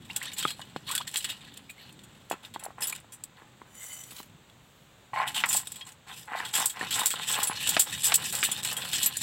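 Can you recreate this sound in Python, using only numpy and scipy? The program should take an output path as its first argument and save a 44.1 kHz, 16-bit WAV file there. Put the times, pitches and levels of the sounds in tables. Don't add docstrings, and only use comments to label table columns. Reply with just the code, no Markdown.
import sys
import numpy as np
from scipy import signal
from scipy.fft import rfft, irfft
from scipy.io import wavfile
from scipy.ndimage import uniform_filter1d

SR = 44100
rng = np.random.default_rng(int(sys.argv[2]) if len(sys.argv) > 2 else 0)


def materialize(psi):
    bounded = np.clip(np.atleast_2d(psi).T, -1, 1)
    quanta = np.round(bounded * 32767).astype(np.int16)
    wavfile.write(sys.argv[1], SR, quanta)


def decibels_to_gain(level_db):
    exponent = np.asarray(level_db, float) / 20
    return 10 ** exponent


N = 406602

# start_s, length_s, scrape_db, crunch_db, rattle_db
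WIPES = [(0, 2.4, -65.5, -60, -65), (.09, 0.14, -54.5, -54, -56), (.2, 0.15, -55, -46, -55.5),
         (.362, 0.16, -53.5, -40, -41.5), (.59, 0.01, -50, -66, -71), (.862, 0.16, -52, -43.5, -49),
         (1.065, 0.031, -63, -38, -34), (1.132, 0.015, -44.5, -38, -35), (1.198, 0.02, -64, -37, -40),
         (1.24, 0.16, -59.5, -51, -61), (1.4, 0.2, -66, -55, -71), (1.78, 0.13, -71, -57.5, -75),
         (2.304, 0.017, -38, -44, -54), (2.42, 0.064, -57, -53.5, -55), (2.535, 0.019, -46, -48, -59),
         (2.59, 0.12, -54, -60.5, -59.5), (2.77, 0.087, -49, -68, -68), (2.803, 0.19, -52.5, -46.5, -52),
         (3.0, 1.1, -65.5, -77, -77), (3.12, 0.02, -67, -68, -48), (3.36, 0.049, -57, -65, -73)]
# pitch_hz, level_db (per Hz)
GRIT = [(150, 3), (250, -10), (392, -10.5), (857, 2.5), (1490, 3.5), (1870, 5), (2110, -4), (3320, 10.5),
        (6300, -8), (7760, 5.5), (10200, -12), (11400, -8), (15800, -11.5)]
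# pitch_hz, width_hz, level_db
SLAB_RINGS = [(770, 60, -9), (863, 35, 1), (1058, 45, 1), (1900, 110, -9), (2200, 50, -18)]
# pitch_hz, width_hz, level_db
SLAB_BROAD = [(940, 420, 0), (1950, 500, 0)]
# pitch_hz, level_db, t60_s
BANGLES = [(6020, -12, .05), (7100, -4, .07), (7800, 0, .05), (8080, -4, .05), (8850, -12, .05),
           (9530, -6, .06), (10400, -10, .05), (11200, -9, .05), (12730, -8, .06), (13410, -10, .05),
           (14930, -10, .05)]
# pitch_hz, level_db, t60_s
WIDE_BANGLES = [(2650, -8, .04), (2950, -4, .04), (3330, 0, .05), (3750, -2, .04), (4200, -6, .04),
                (4950, -12, .05)]


def rubbing():
    wiping = strokes(WIPES, fall_db=354, swell_db=4, drift_db=[-5, -11.5, -10])
    scrape, crunch, rattle = wiping + grinding()
    grit = grains(2500, 2.8) * decibels_to_gain(2.7 * walk(70))
    shake = grains(6000, 2.0) * jolts(140, fade_s=.009, steady=1.1)

    bare = np.interp(np.arange(N) / SR, [5.0, 5.1, 5.4, 8.0], [.5, .98, .75, .45])
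    dull = unit(band(colour(grit, GRIT), 691, 2165))
    ringing = unit(resonate(resonate(grit, SLAB_BROAD, 0), SLAB_RINGS, 2))
    stone = np.sqrt(np.clip(1 - bare ** 2, 0, 1)) * dull + bare * ringing
    stone += 1.24 * (1 - bare) ** 2 * unit(band(grit, 453, 786))

    seeds = patchy(colour(grit + shake, GRIT), 1650, 4800)
    seeds += 0.5 * unit(resonate(shake, as_peaks(WIDE_BANGLES), 5))
    jingle = patchy(colour(shake, GRIT), 4790, 22000)
    jingle += 0.43 * unit(resonate(shake, as_peaks(BANGLES), 4.5))
    return scrape * band(stone, 332, 2870) + crunch * (unit(seeds) + 0.2 * splash()) + rattle * unit(jingle)


# start_s, length_s, scrape_db, crunch_db, rattle_db
PUSHES = [(5.127, 0.13, -29.5, -46.5, -53.5), (5.262, 0.039, -74, -35, -36), (5.436, 0.03, -40, -55, -55),
          (5.345, 0.07, -41.5, -33.5, -34), (5.47, 0.13, -49, -40, -37), (5.62, 0.24, -60.5, -58, -55.5),
          (5.86, 0.016, -51, -44.5, -41.5), (6.525, 0.12, -38, -37.5, -32), (6.915, 0.12, -36.5, -32, -31),
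          (7.265, 0.17, -37, -34, -33.5), (7.655, 0.14, -41.5, -36, -37), (8.025, 0.093, -41, -33.5, -29),
          (8.42, 0.18, -47, -38, -38.5), (8.62, 0.12, -45, -37.5, -35.5), (8.918, 0.17, -47, -35, -34.5),
          (9.203, 0.021, -44, -32.5, -31)]
PULLS = [
    (6.06, 0.17, -52.5, -47.5, -47),
    (7.13, 0.15, -43.5, -39, -45),
    (7.49, 0.23, -44.5, -36, -43),
    (7.85, 0.19, -51, -38.5, -40),
    (8.17, 0.15, -47, -35, -35.5),
    (8.32, 0.15, -43, -39.5, -37.5),
    (8.765, 0.19, -46, -41.5, -42.5),
    (9.1, 0.11, -62, -44.5, -45),
]
DRAGS = [
    (6.265, 0.24, -35, -45.5, -51),
    (6.725, 0.2, -40, -41.5, -49),
]


def grinding():
    forward = strokes(PUSHES, fall_db=277, swell_db=4, drift_db=[8.5, -1.5, -5.5])
    back = strokes(PULLS, fall_db=303, swell_db=8, drift_db=[-18.5, 3, 11])
    return forward + back + strokes(DRAGS, fall_db=358, swell_db=13, drift_db=[-2.5, 22, 26])


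def strokes(table, fall_db, swell_db, drift_db):
    out = np.zeros((3, N))
    for start_s, length_s, *levels_db in table:
        size = min(int((length_s + .3) * SR), N - int(start_s * SR))
        t = np.arange(size) / SR
        edge = np.minimum(t / .014, 1) ** 2 * decibels_to_gain(-fall_db * np.maximum(t - length_s, 0))
        along = np.minimum(t / length_s, 1) - .5
        level_db = np.c_[levels_db] + np.c_[drift_db] * along - swell_db * (2 * along) ** 2
        add(out.T, start_s, (edge * decibels_to_gain(level_db)).T)
    return out


# start_s, peak_db, bottom_hz, top_hz, thump_db
CRACKS = [
    (5.4383, -7, 770, 2650, -61),
    (7.767, -7.5, 583, 3700, -35),
    (8.121, -10.5, 600, 3900, -41),
    (8.429, -11, 1340, 3220, -42),
]


def cracks():
    out, t = np.zeros(N), np.arange(3000) / SR
    for start_s, peak_db, bottom_hz, top_hz, thump_db in CRACKS:
        push = grains(4800, 0.52, size=len(t)) * decay(t, 0.06)
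        push[0] += 12
        modes = [(hz, db, .015) for hz, _, db in SLAB_RINGS if hz > bottom_hz]
        body = unit(band(push, bottom_hz, top_hz)) + 0.13 * struck(push, modes, 5.3)
        thump = band(push, 160, 640)
        add(out, start_s, peak_at(body, peak_db + 2) + peak_at(thump, thump_db + 6.0))
    return out


# start_s, peak_db, ring_hz (strongest), thump_db
KNOCKS = [(0.452, -18, 1240, -25.5), (0.594, -39.5, 800, -48), (0.762, -31.5, 790, -30),
          (2.312, -24, 740, -28.5), (2.328, -31.5, 910, -35), (2.561, -29, 860, -37.5),
          (2.663, -32, 830, -73), (2.705, -41.5, 810, -53), (2.927, -28, 2410, -58),
          (3.617, -40.5, 980, -45), (4.202, -40.5, 860, -43.5), (5.134, -28, 1090, -45),
          (5.201, -22.5, 1050, -54), (5.489, -43, 1300, -59), (5.548, -29, 885, -54),
          (5.555, -33, 855, -56), (7.768, -22.5, 720, -42), (3.42, -51, 800, -51), (3.045, -52, 764, -56),
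          (2.339, -35, 1320, -42), (2.627, -42.5, 895, -66), (2.65, -39, 804, -67), (2.684, -54, 900, -45),
          (2.783, -37, 900, -55), (4.121, -49, 900, -53), (0.604, -40, 1610, -53), (6.319, -32.5, 920, -41),
          (6.351, -27, 875, -48), (6.604, -25, 1000, -40), (6.626, -28, 1080, -44), (6.643, -33, 1020, -47),
          (6.403, -23.5, 1820, -47), (6.586, -28.5, 885, -41), (6.811, -25, 1820, -37.5),
          (6.829, -27, 1050, -35.5), (6.996, -34, 990, -54), (7.017, -24.5, 974, -41),
          (7.139, -27.5, 1440, -40.5), (7.389, -24, 890, -37), (7.498, -26.5, 840, -35.5),
          (8.489, -35, 760, -39)]


def knocks():
    out, t = np.zeros(N), np.arange(3000) / SR
    for start_s, peak_db, ring_hz, thump_db in KNOCKS:
        push = .25 * rng.standard_normal(len(t)) * decay(t, .025)
        push[0] += 4
        modes = [(ring_hz, 3, .02)] + [(hz, db, .015) for hz, _, db in SLAB_RINGS[:3]]
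        body = 1.54 * struck(push, modes, 1.0)
        body += 0.37 * unit(band(push, 0.5 * ring_hz, 2.0 * ring_hz))
        body = band(body, .5 * ring_hz, 2900)
        thump = band(push, 147, 857)
        add(out, start_s, peak_at(body, peak_db + 5.5) + peak_at(thump, thump_db + 8.5))
    return out


# start_s, peak_db, low_db (lower ring), ring_hz (strongest), t60_s (flurry)
STROKE_CLACKS = [(5.134, -60, -60, 2010, 0.014), (6.907, -28, -28.5, 3320, 0.049),
                 (7.295, -24, -29.5, 3860, 0.026), (7.34, -32, -29, 7600, 0.032),
                 (5.3426, -29.5, -28.5, 3160, 0.19), (5.457, -30, -41, 8900, 0.034),
                 (5.526, -17.5, -28.5, 8240, 0.18), (5.5635, -18.5, -44, 8100, 0.065),
                 (5.718, -28, -43, 7200, 0.031), (6.448, -37, -31, 3290, 0.097),
                 (6.538, -28, -26.5, 3230, 0.018), (6.55, -19, -23, 3380, 0.086),
                 (6.576, -25.5, -32, 8000, 0.049), (6.598, -22, -45, 8000, 0.024),
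                 (6.695, -28, -36, 3670, 0.072), (8.065, -18.5, -39, 8200, 0.043),
                 (8.324, -26.5, -33.5, 3760, 0.041), (8.349, -22, -29.5, 7250, 0.14),
                 (8.492, -41, -33, 3670, 0.023), (8.727, -25.5, -40, 7900, 0.023),
                 (8.819, -49, -29, 3300, 0.039), (6.656, -14.5, -61, 8230, 0.05),
                 (7.057, -11.5, -29, 7960, 0.071), (7.1036, -22, -29, 8500, 0.086),
                 (7.43, -14, -34, 7650, 0.058), (7.671, -22.5, -29, 3290, 0.092),
                 (7.69, -16.5, -30, 7900, 0.05), (7.747, -31, -29, 3170, .02),
                 (8.0334, -35, -32, 3400, 0.037), (8.9314, -24, -24, 3730, 0.057),
                 (8.6304, -27.5, -30.5, 3940, .02), (7.7934, -11, -28, 8120, 0.072),
                 (8.14, -11.5, -27, 8140, 0.052), (8.155, -13, -43, 7960, 0.018),
                 (8.4347, -17.5, -38, 8260, 0.062), (8.6473, -21, -29, 7600, 0.038),
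                 (9.029, -14.5, -35, 7660, 0.078)]
LOOSE_CLACKS = [(0.1612, -21, -30.5, 3420, 0.038), (.131, -44, -57, 7000, .012),
                (0.202, -48, -48, 9000, .015), (0.227, -32.5, -44, 3300, 0.025),
                (.255, -35, -34, 3440, 0.013), (0.3823, -26, -33, 8330, 0.065),
                (0.4, -29, -30.5, 7600, .02), (0.4252, -35, -29, 3200, 0.032),
                (0.4745, -35, -33, 3300, 0.03), (.912, -24, -29.5, 7500, 0.052),
                (1.023, -44, -50, 5570, .012), (1.112, -38, -52, 7710, 0.028),
                (.615, -58, -37.5, 2950, 0.018), (.6515, -54, -56, 4010, .015),
                (.8884, -33, -36, 2580, 0.055), (1.0124, -50, -32.5, 3320, 0.02),
                (1.14, -31, -33, 8070, 0.02), (2.652, -33.5, -47, 7700, 0.017),
                (2.96, -35, -40, 6950, 0.0079), (3, -44, -60, 9700, 0.012), (3.752, -42, -60, 8010, .012),
                (4.498, -58, -51, 3420, .012), (4.1838, -43, -40, 3980, 0.041),
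                (4.229, -43, -48, 8000, 0.0092), (0.504, -32, -28.5, 4180, 0.033),
                (0.762, -46.5, -37, 7200, 0.032), (0.95, -21.5, -29, 11000, 0.033),
                (0.9776, -26.5, -23.5, 3440, 0.025), (1.0763, -37, -32.5, 3490, 0.011),
                (1.158, -26, -20.5, 3830, 0.014), (1.168, -22, -29.5, 4050, 0.05),
                (1.2426, -27, -27.5, 3010, 0.048), (1.2879, -37, -33, 2870, 0.092),
                (2.299, -34.5, -43, 7800, 0.018), (2.538, -39.5, -42, 3330, 0.048),
                (2.896, -27, -42, 7800, 0.025), (2.95, -37, -38, 6950, 0.014),
                (3.237, -28, -44.5, 8100, 0.027), (4.036, -38.5, -48, 5830, 0.025),
                (4.1633, -42, -43, 3900, 0.014)]
FAINT_CLACKS = [
    (1.54, -43, -62, 8000, .015),
    (1.573, -38, -41, 3440, 0.011),
    (1.707, -48, -54, 4200, .02),
    (1.925, -47, -64, 8600, .012),
    (1.991, -52, -48, 3550, .012),
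    (4.296, -62, -58, 3500, .015),
]
CHIMES = [(0.3316, -37, -44, 7000, 0.027), (2.312, -34.5, -37, 6930, 0.034), (2.317, -60, -34, 2650, 0.035),
          (2.337, -60, -51, 2600, 0.02), (2.593, -43, -47, 7900, 0.033), (2.832, -26, -50, 9700, 0.044),
          (8.445, -21.5, -24, 3520, 0.027), (.612, -45.5, -72, 7010, 0.024),
          (.478, -37.5, -28.5, 4090, 0.085), (1.3, -35, -28.5, 3630, 0.028), (2.034, -51, -54, 7000, .03),
          (1.696, -40, -41, 2460, 0.044), (2.447, -49, -35, 3570, 0.029), (2.637, -33.5, -52, 11000, 0.017),
          (2.819, -25.5, -27.5, 5140, 0.044), (2.87, -26, -64, 12500, 0.049),
          (2.9237, -31, -35, 2660, 0.0087), (2.806, -37, -53, 9000, 0.035), (2.824, -50, -40, 3360, 0.09),
          (2.876, -55, -42, 3350, .09), (3.1207, -39, -51.5, 7690, 0.062), (4.106, -43, -44, 3640, 0.05),
          (5.4872, -23, -54, 7140, 0.083), (5.539, -23.5, -52, 9500, 0.044), (5.566, -53, -37, 4930, .04),
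          (5.671, -30, -34, 8070, 0.011), (5.757, -38.5, -44.5, 7960, 0.047), (5.809, -63, -36, 3270, 0.04),
          (5.92, -45, -76, 6660, 0.015), (7.47, -20.5, -32, 10900, 0.058), (8.514, -23.5, -35, 9600, 0.027),
          (8.765, -29, -30, 3240, 0.057), (8.516, -40, -29, 3450, 0.023),
          (9.0582, -15.5, -36, 11700, 0.024), (9.1685, -21, -64, 9740, 0.012)]


def clinks():
    out, t = np.zeros(N), np.arange(4500) / SR
    rows = [(row, 0.3) for row in LOOSE_CLACKS + STROKE_CLACKS + FAINT_CLACKS]
    rows += [(row, 1) for row in CHIMES]
    for (start_s, peak_db, low_db, ring_hz, t60_s), share in rows:
        rise = np.minimum(t / (0.0008 + 0.018 * t60_s), 1)
        push = grains(8560, 1.88, size=len(t)) * rise * decay(t, np.clip(1.72 * t60_s, .006, .2))
        crack = colour(push, GRIT)
        lead = [(ring_hz, 9.0, .06)]
        high_modes = BANGLES + lead * (ring_hz > 5300)
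        low_modes = WIDE_BANGLES + lead * (ring_hz <= 5300)
        high = unit(band(crack, 7000, 19700)) + share * struck(push, high_modes, 4)
        low = unit(band(crack, 1200, 4900)) + 3.1 * share * struck(push, low_modes, 4)
        add(out, start_s, peak_at(high, peak_db + 7.5) + peak_at(low, low_db + 5.0))
    return out


# start_s, level_db
POUR = [
    (3.667, -70),
    (3.707, -65),
    (3.836, -45.5),
    (3.936, -44.5),
    (4.056, -51.5),
    (4.2, -40.5),
    (4.32, -75),
    (4.764, -64),
    (5.098, -70),
]
# pitch_hz, width_hz, level_db
BOWL_RINGS = [(2070, 60, -10), (3015, 45, -3), (3550, 50, -13), (4500, 60, -17), (5980, 47, -3),
              (7130, 65, -2), (7450, 190, -5), (8000, 67, 0), (9540, 30, -6), (10000, 130, -10),
              (12400, 70, -11), (14400, 90, -9)]


def bowl():
    ticks = grains(3960, 0.77) * decibels_to_gain(1.0 * walk(40))
    loaded = np.interp(np.arange(N) / SR, [4.02, 4.12], [1, .15])
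    steel = loaded * unit(resonate(ticks, BOWL_RINGS, 3))
    landing = .25 * unit(band(ticks, 680, 6500)) + .33 * unit(band(ticks, 6500, 18000))
    return level_line(POUR) * unit(steel + landing)


# start_s, level_db, pitch_hz (at start), glide_ratio, length_s
BUBBLES = [(0.101, -29.5, 2740, 1.03, 0.018), (0.214, -25.5, 1720, 1.43, 0.012),
           (0.884, -39, 1014, 1.7, 0.033), (0.896, -33, 967, 1.54, 0.039), (0.099, -31.5, 1900, 3.1, 0.017),
           (0.096, -45, 810, 1.3, .03), (0.251, -35.5, 2790, 1.26, 0.013), (.268, -38, 1610, 1.5, 0.027),
           (0.267, -39, 3530, 1.15, .012), (0.27, -36, 5400, 1.2, 0.0069), (0.316, -41, 2100, 1.3, 0.016),
           (0.411, -36, 4530, 1.3, .012), (0.439, -27, 2955, 1.25, 0.021), (0.925, -35.5, 807, 1.7, 0.024),
           (0.964, -37, 1350, 1.25, 0.019), (0.891, -34, 2210, 1.1, 0.0097), (0.93, -35, 1416, 1.2, 0.054),
           (1.002, -32.5, 888, 1.38, 0.017), (1.011, -35.5, 1070, 1.62, 0.0157),
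           (1.692, -38, 2280, 1.3, 0.02), (1.769, -49, 1970, 1.3, 0.045)]


def bubbles():
    out = np.zeros(N)
    for start_s, level_db, pitch_hz, glide, length_s in BUBBLES:
        add(out, start_s, decibels_to_gain(level_db) * chirp(pitch_hz, glide, length_s))
    return out * decibels_to_gain(4.2 * walk(570) - 1.0)


def splash():
    out, wet_s = np.zeros(N), 1.45
    for when, size, big in rng.random((450, 3)):
        hz = 1900 * 2.5 ** size
        add(out, when * wet_s, 3 * big ** 2 * chirp(hz, 1.12, 28 / hz))
    return out


def chirp(hz, glide, length_s):
    u = np.arange(int(length_s * SR)) / SR / length_s
    return np.minimum(u / 0.19, 1) * (1 - u) * np.sin(2 * np.pi * np.cumsum(hz * glide ** u) / SR)


# start_s, level_db
RUMBLE = [
    (0.0, -54.5),
    (0.82, -54.5),
    (1.69, -58.5),
    (2.26, -58.5),
    (5.06, -63),
    (6.2, -66.5),
    (9.22, -54.5),
]
# pitch_hz, level_db (per Hz)
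HUM = [(12, -67), (20, -37), (38, -21), (124, 0), (204, -3.5), (320, -11), (420, -16.5), (700, -120)]
# pitch_hz, level_db (per Hz)
YARD = [(150, 2.5), (250, -10), (527, -0.5), (660, -4), (746, -3), (2430, -8), (3680, -6.5), (5300, -21),
        (7760, -10.5), (9720, -28), (15800, -22)]


def yard():
    t = np.arange(N) / SR
    hiss = decibels_to_gain(-59.5 + 1.0 * walk(2.68)) * unit(colour(rng.standard_normal(N), YARD))
    crunch = grinding()[1]
    rock = decibels_to_gain(-31) * uniform_filter1d(crunch, size=1500) ** 0.66
    hum = unit(colour(rng.standard_normal(N), HUM + [(500, -53.0)]))
    rumble = (level_line(RUMBLE) + rock) * decibels_to_gain(2.5 * walk(14)) * hum
    swell = np.clip(np.minimum(t - 1.45, 1.7 - t) / 0.024, 0, 1)
    pitch_hz = 272 * (1 + 0.0162 * walk(11))
    coo = decibels_to_gain(-61) * swell * np.sin(2 * np.pi * np.cumsum(pitch_hz) / SR)
    return hiss + rumble + coo


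def band(x, lo_hz, hi_hz):
    return signal.sosfilt(signal.butter(3, [lo_hz, hi_hz], "band", fs=SR, output="sos"), x)


def unit(x):
    return x / np.sqrt(np.mean(x ** 2))


def peak_at(x, db):
    return x * decibels_to_gain(db) / np.abs(x).max()


def decay(t, t60_s):
    return 1000. ** (-t / t60_s)


def add(out, start_s, x):
    i = int(start_s * SR)
    out[i:i + len(x)] += x[:len(out) - i]


def level_line(table):
    s, db = np.transpose(table)
    return decibels_to_gain(np.interp(np.arange(N) / SR, s, db, -200, -200))


def colour(x, table):
    hz, db = np.transpose(table)
    size = 4096
    bins_hz = np.arange(size // 2 + 1) * SR / size
    cep = irfft(np.log(decibels_to_gain(np.interp(np.log(bins_hz + 1), np.log(hz), db))))
    cep[1:size // 2] *= 2
    cep[size // 2:] = 0
    return signal.oaconvolve(x, irfft(np.exp(rfft(cep)))[:size // 2])[:len(x)]


def resonate(x, peaks, wander_db):
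    out = 0
    for hz, width_hz, db in peaks:
        drive = x * decibels_to_gain(db + wander_db * walk(25))
        out = out + signal.lfilter(*signal.iirpeak(hz, hz / width_hz, SR), drive)
    return out


def as_peaks(modes):
    return [(hz, np.log(1000) / np.pi / t60_s, db) for hz, db, t60_s in modes]


def struck(push, modes, scatter_db):
    t = np.arange(len(push)) / SR
    ring = 0
    for hz, db, t60_s in modes:
        strength, detune = rng.standard_normal(2)
        tone = np.sin(2 * np.pi * hz * (1 + 0.0056 * detune) * t)
        ring = ring + decibels_to_gain(db + scatter_db * strength) * tone * decay(t, t60_s)
    return unit(signal.fftconvolve(push, ring)[:len(push)])


def grains(rate, spread_db, size=N):
    hit, sign, big = rng.random(size), rng.standard_normal(size), rng.exponential(size=size)
    click = np.clip((rate / SR - hit) * SR / 300 + .5, 0, 1)
    return unit(click * sign * decibels_to_gain(spread_db * np.minimum(big, 5)))


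def walk(rate):
    k = int(SR / rate)
    return uniform_filter1d(np.repeat(rng.standard_normal(N // k + 1), k), k)[:N]


def jolts(rate, fade_s, steady):
    slips = (rng.random(N) < rate / SR) * rng.exponential(size=N) ** .5
    return steady + signal.lfilter([1], [1, -np.exp(-1 / (fade_s * SR))], slips)


def patchy(x, lo_hz, hi_hz):
    edges = np.geomspace(lo_hz, hi_hz, 6)
    out = 0
    for k in range(5):
        out = out + (-1) ** k * decibels_to_gain(3.8 * walk(45)) * band(x, edges[k], edges[k + 1])
    return unit(out)


def scene():
    mid = rubbing() + cracks() + knocks() + clinks() + bowl() + bubbles() + yard()
    hard = np.clip(uniform_filter1d(np.abs(mid), 600) / decibels_to_gain(-33) - 1, 0, 1)
    side = decibels_to_gain(-15) * band(hard * mid * np.sign(walk(4000)), 5000, 15800)
    return np.array([mid + side, mid - side])


def top_cut(x):
    return signal.sosfilt(signal.butter(12, 16980, fs=SR, output="sos"), x)


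def record(dry):
    thin = signal.sosfilt(signal.butter(2, 45, "high", fs=SR, output="sos"), dry)
    mid = thin.mean(axis=0)
    rounded = thin - mid + .9 * np.tanh(mid / .9)
    shelf = signal.ellip(8, .2, 30, 15930, fs=SR, output="sos")
    return top_cut(signal.sosfilt(shelf, rounded))


dry = scene()
out = record(dry)
materialize(out)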